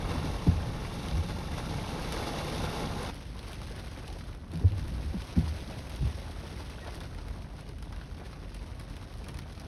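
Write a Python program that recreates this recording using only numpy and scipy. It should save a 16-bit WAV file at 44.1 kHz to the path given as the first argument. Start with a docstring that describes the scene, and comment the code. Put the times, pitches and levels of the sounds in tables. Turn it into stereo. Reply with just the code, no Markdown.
"""Heavy rain on a car that waits in traffic, heard from inside: noise bursts of random size drum on the roof
and tick on the windshield, coloured by panel resonances. After three seconds the scene cuts to lighter rain,
in which single drops, swelling and dying bursts of noise, stand out. The wipers sweep twice: filtered noise for
the drag, gliding sines for the thumps where they turn and park. A faint sine squeaks once. Low noise rumbles
throughout, with the sine throb of the idling engine under the downpour."""
import sys
import numpy as np
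from scipy import signal
from scipy.fft import rfft, irfft, next_fast_len
from scipy.io import wavfile

SR = 44100
rng = np.random.default_rng(int(sys.argv[2]) if len(sys.argv) > 2 else 0)


def wav_record(signal):
    """Record a signal, one row per channel, as 16-bit PCM in the file named by sys.argv[1]."""
    frames = np.transpose(np.atleast_2d(signal))
    bounded = np.clip(frames, -1, 1)
    # unit amplitude maps onto the largest positive 16-bit level
    quanta = np.round(bounded * 32767).astype(np.int16)
    wavfile.write(sys.argv[1], SR, quanta)


N = 426447
TIME = np.arange(N) / SR
HZ = np.fft.rfftfreq(N, 1 / SR)

# strength of the downpour before its trims: time_s, roof_patter_db, glass_hiss_db
DOWNPOUR_LEVELS = [(0, -42.5, -47.5), (.15, -41.5, -45.5), (.55, -45.5, -48.5), (.9, -45, -47),
                   (1.45, -46.5, -47.5), (2.08, -41.5, -43.5), (2.6, -40.5, -41.5), (2.85, -41, -44.5),
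                   (3.08, -42.5, -44.5)]
# strength of the lighter rain before its trim: time_s, level_db
SHOWER_LEVELS = [(3.12, -53.5), (3.24, -52.5), (3.36, -56.5), (3.39, -53.5), (3.6, -51), (3.85, -49.5),
                 (4.28, -54.5), (4.4, -61.5), (4.49, -61), (4.53, -56), (4.7, -54), (5.15, -52.5),
                 (5.3, -49), (6.0, -50.5), (6.45, -51), (6.95, -53), (7.3, -56.5), (7.9, -59), (8.3, -56.5),
                 (9.1, -56.5), (9.35, -55.5), (9.55, -56)]
# strongest flurries of larger drops, before the panel trims: start_s, roof_db, glass_db, rise_s
FLURRIES = [(.114, -43, -59, 0.0079), (1.285, -42, -58, 0.0088), (1.574, -38.5, -55.5, 0.009),
            (3.425, -53, -65, 0.0059), (3.971, -50, -74, 0.0063), (4.775, -55, -68, 0.0065),
            (5.698, -46.5, -64, 0.0076), (6.595, -48, -71, .007), (6.861, -44.5, -69, 0.013),
            (6.94, -58, -71, 0.0068), (7.002, -47, -74, 0.0085), (7.16, -53, -80, 0.0099),
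            (8.195, -50.5, -74, 0.0095), (8.253, -52, -69, 0.0082), (8.895, -56, -80, 0.0062),
            (9.012, -54, -70, 0.0062), (9.262, -49, -72, 0.011), (9.29, -57, -78, 0.0076)]
# relative colour of the rain as heard, with a dip near 14 kHz: frequency_hz, downpour_db, shower_db
RAIN_COLOUR = [(101, -12, -21), (245, 6.5, 2), (387, 2, 2.3), (587, 1.5, -1.7), (850, -2.5, -4.5),
               (1110, -5.5, -6), (1700, -8.6, -10), (2550, -11, -13.5), (4840, -11, -14.5),
               (6550, -10.5, -13), (8700, -16.5, -18.5), (12140, -21, -24.5), (13900, -32, -35),
               (15800, -24, -25)]
# resonances of the roof and glass, before scaling by boxiness: frequency_hz, width_hz, level_db
PANEL_MODES = [(430, 30, 2.5), (510, 46, 2), (845, 81, 8), (1135, 52, 3), (1380, 87, 1.2), (2260, 360, 3),
               (2745, 140, 6), (3620, 770, 4.5)]
# left-right correlation of the rain: frequency_hz, downpour_correlation (-1 to 1), shower_correlation (-1 to 1)
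EAR_CORRELATION = [(131, 1, 0.75), (302, 0.88, 0.87), (630, 0.38, 0.43), (1420, 0.12, 0.082),
                   (2000, 0.07, 0.82), (3450, 0.03, 1), (4360, 0.32, 0.85), (7520, 1, 1),
                   (8540, 0.72, 0.66), (12500, 1, 0.96)]
# big drops close by, levels before the common trims: start_s, pane_tap_db, treble_tick_db, splat_length_s
BIG_DROPS = [(1.085, -26.5, -53, 0.0014), (1.1105, -27, -64, 0.0043), (2.1234, -26, -42, .003),
             (3.030, -36, -50, .004), (3.144, -41, -58, .002), (3.156, -40, -59, .003),
             (3.391, -31, -60, .004), (3.484, -42, -60, .002), (3.52, -34.5, -57, .002),
             (3.531, -31, -55, .003), (3.616, -33.5, -58, .003), (3.762, -39, -59, .003),
             (3.789, -34, -60, .005), (4.079, -33, -55, .003), (4.1263, -35, -60, .004),
             (4.207, -34, -70, .006), (4.348, -38, -63, .003), (4.5176, -39, -60, .0015),
             (4.536, -37, -60, .0025), (4.556, -34, -62, 0.0028), (4.574, -39, -59, .002),
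             (4.7202, -33, -63, 0.001), (4.794, -34, -62, .0025), (4.881, -37, -57, .002),
             (5.218, -30.5, -56, 0.0056), (5.896, -38, -55, .003), (5.9604, -43, -56, .002),
             (6.602, -35, -68, .005), (6.7, -36, -58, .003), (6.871, -32, -64, 0.0083),
             (6.945, -35, -57, .004), (6.955, -38, -58, .002), (7.004, -32, -56, .004),
             (7.012, -35, -62, 0.0052), (7.147, -38, -62, 0.0033), (7.184, -31.5, -64, .008),
             (7.2835, -36.5, -57.5, .002), (7.608, -41, -60, .003), (7.690, -37, -61, .003),
             (7.784, -39, -62, 0.0034), (7.825, -34, -57, .0045), (7.924, -31.5, -63, .007),
             (7.962, -37, -64, .003), (8.011, -32.5, -76, .009), (8.328, -31.5, -75, 0.0089),
             (8.545, -33.5, -55.5, 0.0045), (8.797, -33, -56, 0.0039), (8.899, -43, -62, .003),
             (8.9665, -34, -61, .002), (9.139, -39, -61, 0.0022), (9.173, -42, -62, .003),
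             (9.183, -43, -62, .002), (9.242, -35, -59, 0.0029), (9.284, -30, -52, .006),
             (9.343, -36, -59, .0035), (9.3715, -36, -58, .003), (9.388, -29, -53, 0.0039),
             (9.529, -44, -61, .003), (9.577, -35, -71, 0.0022), (9.597, -34, -58, 0.0051)]
# colour of the bright tick: frequency_hz, gain_db
TICK_COLOUR = [(1500, -20), (3000, -5), (5500, 5.5), (10000, 4.5), (13000, -4), (16000, -6)]
# colour of the tap on the pane: frequency_hz, gain_db
TAP_COLOUR = [(200, -9), (500, 4.5), (1100, 0.5), (3500, -0.5), (5500, -3.5), (9000, -20)]
# thumps of the wipers: start_s, level_db, first_pitch_hz, last_pitch_hz, swell_s, body_ring_db,
# knock_pitch_hz, knock_db, knock_swell_s, scuff_db
THUMPS = [(0.112, -33, 193, 167, 0.03, -32, 257, -36.5, 0.037, -64),
          (0.236, -33.5, 151, 183.5, 0.025, -40, 281, -29.5, 0.011, -48),
          (0.464, -16.5, 284, 118, 0.024, -22, 273, -18.5, 0.0097, -31),
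          (0.476, -17.5, 69, 76.7, 0.018, -39, 130.3, -16.5, 0.018, -55),
          (0.654, -28, 151, 112, 0.021, -48, 270, -49, 0.0092, -62),
          (1.1, -22.5, 99, 57, 0.04, -50, 154, -32.5, 0.046, -50),
          (1.163, -23, 101, 81, 0.03, -44, 179, -44, 0.033, -60),
          (4.526, -32.5, 100, 166, 0.041, -33, 331, -42, 0.0086, -43),
          (4.604, -30, 250, 115, 0.015, -32, 399, -44.5, 0.021, -51),
          (4.6308, -13, 93, 92.6, 0.028, -30.5, 443, -38.5, 0.01, -42),
          (4.7014, -24, 93.5, 96, 0.033, -43, 325, -46, 0.024, -53),
          (5.03, -29.5, 90, 70, 0.04, -44, 230, -44, .02, -58),
          (5.134, -28, 267, 163, 0.021, -43, 331, -37, 0.011, -48),
          (5.3567, -19.5, 147, 62.4, 0.0266, -30, 147, -20, 0.026, -44),
          (5.3636, -15, 211, 130.7, 0.014, -25, 230, -23, 0.016, -40),
          (5.4104, -25, 131, 78.5, 0.0665, -39, 107, -27, 0.019, -54),
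          (6.0, -25, 83.7, 49, 0.021, -38, 140.4, -27.5, 0.029, -58),
          (6.017, -36, 259, 170, .014, -47, 298, -41, 0.011, -47),
          (6.034, -23.5, 51.6, 73, 0.034, -40, 109, -25, 0.019, -58)]
# modes of the windshield and cabin, relative levels: frequency_hz, level_db, t60_s
BODY_MODES = [(66, -7, .55), (84, 0, .65), (167, 0, .24), (238, 0, .17), (305, -8, .12)]
# relative colour of rubber flipping on wet glass: frequency_hz, gain_db
SCUFF_COLOUR = [(120, -31), (300, 12), (500, -2), (800, -5.5), (1500, -29), (3000, -34)]
# strokes of the wipers, up then back, twice: start_s, length_s, shudder_db, fade_db_per_s
SWEEPS = [(0, 0.49, -33, 16), (.5, 0.53, -39, 17), (4.727, 0.52, -33.5, 13), (5.496, .72, -41, 2.5)]
# swells of the low rumble: centre_s, half_width_s, level_db
SWELLS = [(2.4, 0.44, -45), (3.72, 0.17, -42), (7.05, 0.17, -42.5)]
# relative colour of the shudder and the swells: frequency_hz, gain_db
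DRAG_COLOUR = [(30, -7), (52, 8), (90, 1.5), (130, -2), (180, -7), (300, -14.5), (500, -29.5),
               (1200, -48.5)]
# relative colour of the cabin's low rumble: frequency_hz, downpour_db, shower_db
RUMBLE_COLOUR = [(20, -74, -91), (31.8, -72, -71), (45, -58.5, -57), (61, -57, -61.5), (80.4, -56.5, -60),
                 (100.5, -59, -65.5), (137, -60, -68), (161, -57, -70), (210, -65.5, -73.5),
                 (287, -70.5, -78), (452, -85, -93), (1200, -130, -130)]
# level balance between the channels: frequency_hz, left_over_right_db
BALANCE = [(120, 0), (350, 2), (750, 1.5), (1250, 3.5), (1800, 1.5), (2600, 0)]
# phase between the channels: frequency_hz, left_lead_rad
CHANNEL_PHASE = [(1500, 0), (5000, .25), (7000, 3.1), (8100, 3.3), (9750, 6.2), (11500, 6.5), (12700, 9.35),
                 (15000, 9.5)]

CUT_AT_S = 3.102  # time of the cut to the second scene, in lighter rain
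GLASS_DB = -1.5  # in the lighter rain, the glass against the common strength
ROOF_FOLLOWS = 0.63  # share of the shower's changes in dB that the roof follows
FLURRY_RISE_S = 0.0071  # time in which a small chance flurry reaches its peak
FLURRIES_PER_S, FLURRY_DB = 6.5, -4  # chance flurries, level against the steady fall
PLINK_LOW_HZ, PLINK_HIGH_HZ = 400, 4500  # centre pitches of single drops, before each mode is scattered
SPOT_LOW_HZ, SPOT_HIGH_HZ, SPOT_Q = 1000, 5000, 2.5  # spots that big drops ring
TICK_SHARE = 0.48  # length of the bright tick as a share of the splat
TICK_SCATTER = 0.5  # separate path to each ear, added to the common tick
SPRAY_S, SPRAY_DB = 0.007, -18  # droplets thrown off: mean random delay and mean level
GLIDE_S = 0.0167  # time constant with which a thump settles on its last pitch
SWEEP_EDGE_S = 0.062  # the blades get going and stop within this time
CHIRP_AT_S, CHIRP_HZ, CHIRP_DB = 6.835, 1900, -48  # centre time, pitch and peak of the squeak
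IDLE_HZ, IDLE_DB = 32.7, -47.5  # firing of the idling engine
EDGE_HZ = 15850  # upper band limit


def downpour(roof_db=-2.0, glass_db=-1.8):
    """Superposition: dense impacts nearly merge into noise, a few ring the panels, above the engine's throb."""
    roof = patter(per_s=1500, spread_db=3, wash_db=-5.0, crack=0.0026, tail_db=-12.5, t60=0.081)
    glass = patter(per_s=1300, spread_db=4.0, wash_db=-1.5, crack=0.00016, tail_db=-6.0, t60=0.042)
    roof_level = curve(DOWNPOUR_LEVELS)
    glass_level = curve(DOWNPOUR_LEVELS, order=2)
    rings = gain_of(roof_level - 5.5) * plinks(per_s=130, spread_db=3, cycles=28, tilt_db=-0.8)
    fall = rain(roof_level + roof_db, glass_level + glass_db, roof, glass, gust_db=0.79, boxiness=1.0, order=1)
    return fall + rings + rumble(level_db=-37.5, order=1) + idle()


def shower(roof_db=-2.5):
    """Sparse impacts: fewer drops separate to the ear, a few fat ones spattering and plinking among the fine."""
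    roof = patter(per_s=350, spread_db=1.5, wash_db=-1.5, crack=0.002, tail_db=-6.5, t60=0.079)
    fine = patter(per_s=600, spread_db=4.0, wash_db=-5.0, crack=0.00036, tail_db=-5.5, t60=0.069)
    fat = patter(per_s=30, spread_db=1.2, wash_db=-20, crack=0.001, tail_db=-8, t60=0.09)
    glass = evened(fine + gain_of(-8) * fat)
    strength = curve(SHOWER_LEVELS) + roof_db
    on_roof = strength.mean() + ROOF_FOLLOWS * (strength - strength.mean())
    rings = gain_of(on_roof - 1.8) * plinks(per_s=75, spread_db=3.2, cycles=22, tilt_db=-0.6)
    fall = rain(on_roof, strength + GLASS_DB, roof, glass, gust_db=0.71, boxiness=0.22, order=2)
    wavering_rumble = rumble(level_db=-41.5, order=2) * gain_of(0.49 * wander(4))
    return fall + rings + wavering_rumble


def rain(roof_db, glass_db, roof_drops, glass_drops, gust_db, boxiness, order):
    """Transmission: the padded roof passes the low patter, the glass the bright ticks; gusts shake both."""
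    gust = unevenness(gust_db)
    roof_level = rainfall(roof_db + gust, flurry_db=-3.0, order=1)
    glass_level = rainfall(glass_db + gust, flurry_db=10.5, order=2)
    low = 1 / (1 + (HZ / 1800) ** 4)  # share of power that belongs to the roof
    roof = panel(roof_drops, roof_level, (600, 1500), np.sqrt(low), boxiness, order)
    glass = panel(glass_drops, glass_level, (2000, 6000), np.sqrt(1 - low), boxiness, order)
    return roof + glass


def patter(per_s, spread_db, wash_db, crack, tail_db, t60, count=60):
    """Poisson impacts: drops of random size excite random spots, in two unrelated responses, over a noise wash."""
    size = gain_of(spread_db * np.minimum(rng.exponential(1, N), 3.6))
    size *= rng.random(N) < per_s / SR
    spot = rng.integers(0, count, N)
    out = np.zeros((2, N))
    paths = np.array([[splash(crack, tail_db, t60, ring=0.26) for path in range(2)] for k in range(count)])
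    for i in np.flatnonzero(size):
        add(out, i / SR, size[i] * paths[spot[i]])
    return evened(evened(out) + gain_of(wash_db) * rng.standard_normal((2, N)))


def splash(crack, tail_db, t60, ring):
    """Impulse response of unit energy: a short crack, cabin reflections and a broad resonance of the spot."""
    t = np.arange(SR // 18) / SR
    decay = np.exp(-t / crack) + gain_of(tail_db - 60 * t / t60)
    burst = rng.standard_normal(len(t)) * decay
    spot_hz = 700 * 7 ** rng.random()
    burst = evened(burst) + ring * evened(signal.lfilter(*signal.iirpeak(spot_hz, 2, SR), burst))
    return burst / np.linalg.norm(burst)


def panel(drops, level_db, band, share, boxiness, order):
    """Spectral and modal filtering, then mid and side mixed for the wanted correlation; level is set in the band."""
    modes_db = boxiness * sum(db / (1 + (2 * (HZ - hz) / width) ** 2) for hz, width, db in PANEL_MODES)
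    colour = gain_of(read(RAIN_COLOUR, HZ, order) + modes_db + cabin_ripple(ripple_db=2.5))
    colour *= HZ ** 2 / (HZ ** 2 + 80 ** 2)
    in_band = (HZ > band[0]) & (HZ < band[1])
    colour *= share / np.sqrt(np.mean(colour ** 2 * in_band))
    same = np.clip(read(EAR_CORRELATION, HZ, order), -1, 1)
    mid = shaped(drops[0], colour * np.sqrt((1 + same) / 2))
    side = shaped(drops[1], colour * np.sqrt((1 - same) / 2))
    return np.array([mid + side, mid - side]) * gain_of(level_db)


def cabin_ripple(ripple_db):
    """Interference of cabin reflections: narrow, steady random peaks and dips in the middle of the spectrum."""
    knots = np.arange(0, SR / 2, 45)
    ripple = np.interp(HZ, knots, rng.standard_normal(len(knots)))
    return ripple_db * ripple * HZ / (HZ + 400) / (1 + (HZ / 5000) ** 2)


def rainfall(steady_db, flurry_db, order):
    """Power addition: the strong flurries add to the steady fall on one panel; returns dB."""
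    power = gain_of(steady_db) ** 2
    for row in FLURRIES:
        add(power, row[0], gain_of(row[order] + flurry_db) ** 2 * flurry(row[-1]))
    return 10 * np.log10(power)


def unevenness(gust_db):
    """Random modulation: gusts lift and lower the rain, chance flurries lift it; returns dB."""
    lifts = np.zeros(N)
    for i in np.flatnonzero(rng.random(N) < FLURRIES_PER_S / SR):
        add(lifts, i / SR, flurry(FLURRY_RISE_S))
    return gust_db * wander(14) + 10 * np.log10(1 + gain_of(FLURRY_DB) ** 2 * lifts)


def flurry(rise_s):
    """Asymmetric power envelope: a fast rise to 1 and a slower decay."""
    age = np.arange(SR // 8) / SR / rise_s
    return age * np.exp(1 - age)


def plinks(per_s, spread_db, cycles, tilt_db, count=3):
    """Modal excitation: single drops ring small spots, each in a few brief modes; tilt is per octave."""
    t = np.arange(SR // 16) / SR
    out = np.zeros((2, N))
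    for i in np.flatnonzero(rng.random(N) < per_s / SR):
        centre = rng.uniform(np.log(PLINK_LOW_HZ), np.log(PLINK_HIGH_HZ))
        hz = np.exp(centre + rng.normal(0, 0.16, (count, 1)))
        fall_db = 60 * t * np.sqrt(hz * PLINK_LOW_HZ) / cycles  # higher modes die sooner
        modes = gain_of(tilt_db * np.log2(hz / PLINK_LOW_HZ) - fall_db) * np.sin(2 * np.pi * hz * t)
        paths = rng.standard_normal((2, count)) + rng.standard_normal(count)  # each ear plus a common part
        size = gain_of(spread_db * min(rng.exponential(), 2))
        add(out, i / SR, size * evened(paths) @ modes)
    return evened(out)


def big_drops(tick_db, tap_db):
    """Impact on water and plate: each close drop gives a bright tick, a duller tap of the pane, then spray."""
    ticks, taps = np.zeros((2, 2, N))
    for s, tap, tick, length in BIG_DROPS:
        direct, left, right = [splat(length * TICK_SHARE, tail_db=-19, t60=0.07) for path in range(3)]
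        bright = direct + TICK_SCATTER * np.array([left, right])
        dull = rung(splat(length, tail_db=-17, t60=0.09), ring=0.33)
        add(ticks, s, gain_of(tick + tick_db) * spattered(bright))
        add(taps, s, gain_of(tap + tap_db) * spattered(dull))
    return shaped(ticks, gain_of(read(TICK_COLOUR, HZ))) + shaped(taps, gain_of(read(TAP_COLOUR, HZ)))


def splat(length, tail_db, t60):
    """Transient of unit energy: a drop spreads and collapses on the scale of length (s); the cabin answers."""
    t = np.arange(SR // 12) / SR
    swell = 1 - np.exp(-(2 * np.pi * t / length) ** 2)
    decay = np.exp(-t / length) + gain_of(tail_db - 60 * t / t60)
    burst = rng.standard_normal(len(t)) * swell * decay
    return burst / np.linalg.norm(burst)


def rung(hit, ring):
    """Local resonance: the spot that is hit adds a short ring at a random pitch."""
    hz = np.exp(rng.uniform(np.log(SPOT_LOW_HZ), np.log(SPOT_HIGH_HZ)))
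    out = evened(hit) + ring * evened(signal.lfilter(*signal.iirpeak(hz, SPOT_Q, SR), hit))
    return out / np.linalg.norm(out)


def spattered(hit, count=5):
    """Secondary impacts: a big drop bursts and its weaker droplets land again after random delays."""
    out = hit.copy()
    for delay, db in zip(rng.exponential(SPRAY_S, count), rng.normal(SPRAY_DB, 2.8, count)):
        add(out, SPRAY_S / 2 + delay, gain_of(db) * hit)
    return out


def wipers():
    """Friction and impact: blades drag over the glass; gliding thumps at the turns set the body ringing."""
    out = shudder()
    t = np.arange(SR // 2) / SR
    ring = sum(gain_of(db - 60 * t / t60) * np.sin(2 * np.pi * hz * t) for hz, db, t60 in BODY_MODES)
    ring *= 1 - np.exp(-(t / 0.015) ** 2)  # soft onset
    for s, db, first_hz, last_hz, swell, ring_db, knock_hz, knock_db, knock_swell, scuff_db in THUMPS:
        turns = np.cumsum(last_hz + (first_hz - last_hz) * np.exp(-t / GLIDE_S)) / SR
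        push = (t / swell * np.exp(1 - t / swell)) ** 4.3 * np.sin(2 * np.pi * turns)
        # the blade flips over with a short knock and a scuff of rubber
        flip = t / knock_swell * np.exp(1 - t / knock_swell)
        knock = flip ** 3.5 * np.sin(2 * np.pi * knock_hz * t)
        scuff = flip ** 2 * evened(shaped(rng.standard_normal(len(t)), gain_of(read(SCUFF_COLOUR, HZ))))
        thump = gain_of(db) * push + gain_of(ring_db) * ring
        add(out, s, thump + gain_of(knock_db) * knock + gain_of(scuff_db) * scuff)
    return out


def shudder():
    """Friction noise: the glass shudders under the dragging blades; the same noise swells as low rumble."""
    level = sum(gain_of(db) * np.exp(-((TIME - centre) / width) ** 2) for centre, width, db in SWELLS)
    for start, length, db, fade in SWEEPS:
        age = np.clip(TIME - start, 0, length)
        edges = np.minimum(np.minimum(age, length - age) / SWEEP_EDGE_S, 1)
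        level = level + edges * gain_of(db - fade * age)  # the shudder fades as the glass clears
    return level * evened(shaped(rng.standard_normal(N), gain_of(read(DRAG_COLOUR, HZ))))


def chirp():
    """Phase modulation: random phase roughens one brief, squeaking sine."""
    swell = np.exp(-((TIME - CHIRP_AT_S) / 0.014) ** 2)
    return gain_of(CHIRP_DB) * swell * np.sin(2 * np.pi * CHIRP_HZ * TIME + 0.5 * wander(120))


def idle():
    """Periodic firing: the idling engine throbs as a low sine of slowly wandering phase."""
    return gain_of(IDLE_DB) * evened(np.sin(2 * np.pi * IDLE_HZ * TIME + 0.22 * wander(1.7)))


def rumble(level_db, order):
    """Cavity boom: engine, traffic and drumming roof as one low noise in the closed cabin, alike in both ears."""
    return gain_of(level_db) * evened(shaped(rng.standard_normal(N), gain_of(read(RUMBLE_COLOUR, HZ, order))))


def gain_of(db):
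    """Decibel law: amplitude ratio of a level."""
    return 10 ** (np.asarray(db) / 20)


def evened(x):
    """Normalization to unit RMS."""
    return x / np.sqrt(np.mean(x ** 2) + 1e-20)


def read(points, hz, order=1):
    """Interpolation of a spectrum table's column number order on a log-frequency axis."""
    table = np.transpose(points)
    return np.interp(np.log(hz + 1), np.log(table[0] + 1), table[order])


def curve(rows, order=1):
    """Linear interpolation over time of a level table's column number order."""
    table = np.transpose(rows)
    return np.interp(TIME, table[0], table[order])


def shaped(x, gain):
    """Linear filtering: multiplies the spectrum by a gain given on the grid HZ."""
    size = next_fast_len(x.shape[-1] + 2048)
    response = np.interp(np.fft.rfftfreq(size, 1 / SR), HZ, gain)
    return irfft(rfft(x, size) * response, size)[..., :x.shape[-1]]


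def add(mix, s, sound):
    """Superposition: adds a sound in place from time s (s), cut at the end of the mix."""
    part = mix[..., max(round(s * SR), 0):][..., :sound.shape[-1]]
    part += sound[..., :part.shape[-1]]


def wander(rate):
    """Band-limited chance: a random curve of unit RMS, varying up to about rate times per second."""
    steps = np.arange(0, N / SR + 1, 0.5 / rate)
    return evened(np.interp(TIME, steps, rng.standard_normal(len(steps))))


def scene():
    """Superposition of all sources; a cut, crossfaded in 2 ms, joins two scenes of rain."""
    after_cut = np.clip((TIME - CUT_AT_S) / 0.002 + 0.5, 0, 1)
    weather = np.sqrt(1 - after_cut) * downpour() + np.sqrt(after_cut) * shower()
    return weather + wipers() + big_drops(tick_db=28.0, tap_db=13.5) + chirp()


def record(dry):
    """Interchannel difference: the two channels differ in level and, in the treble, phase; then a band limit."""
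    lean = gain_of(read(BALANCE, HZ) / 2) * np.exp(0.5j * read(CHANNEL_PHASE, HZ))  # half to each side
    pair = np.array([shaped(dry[0], lean), shaped(dry[1], 1 / lean)])
    lowpass = signal.firwin(511, EDGE_HZ, window=("kaiser", 9), fs=SR)
    return signal.oaconvolve(pair, lowpass[None], "same")


dry = scene()
out = record(dry)
wav_record(out)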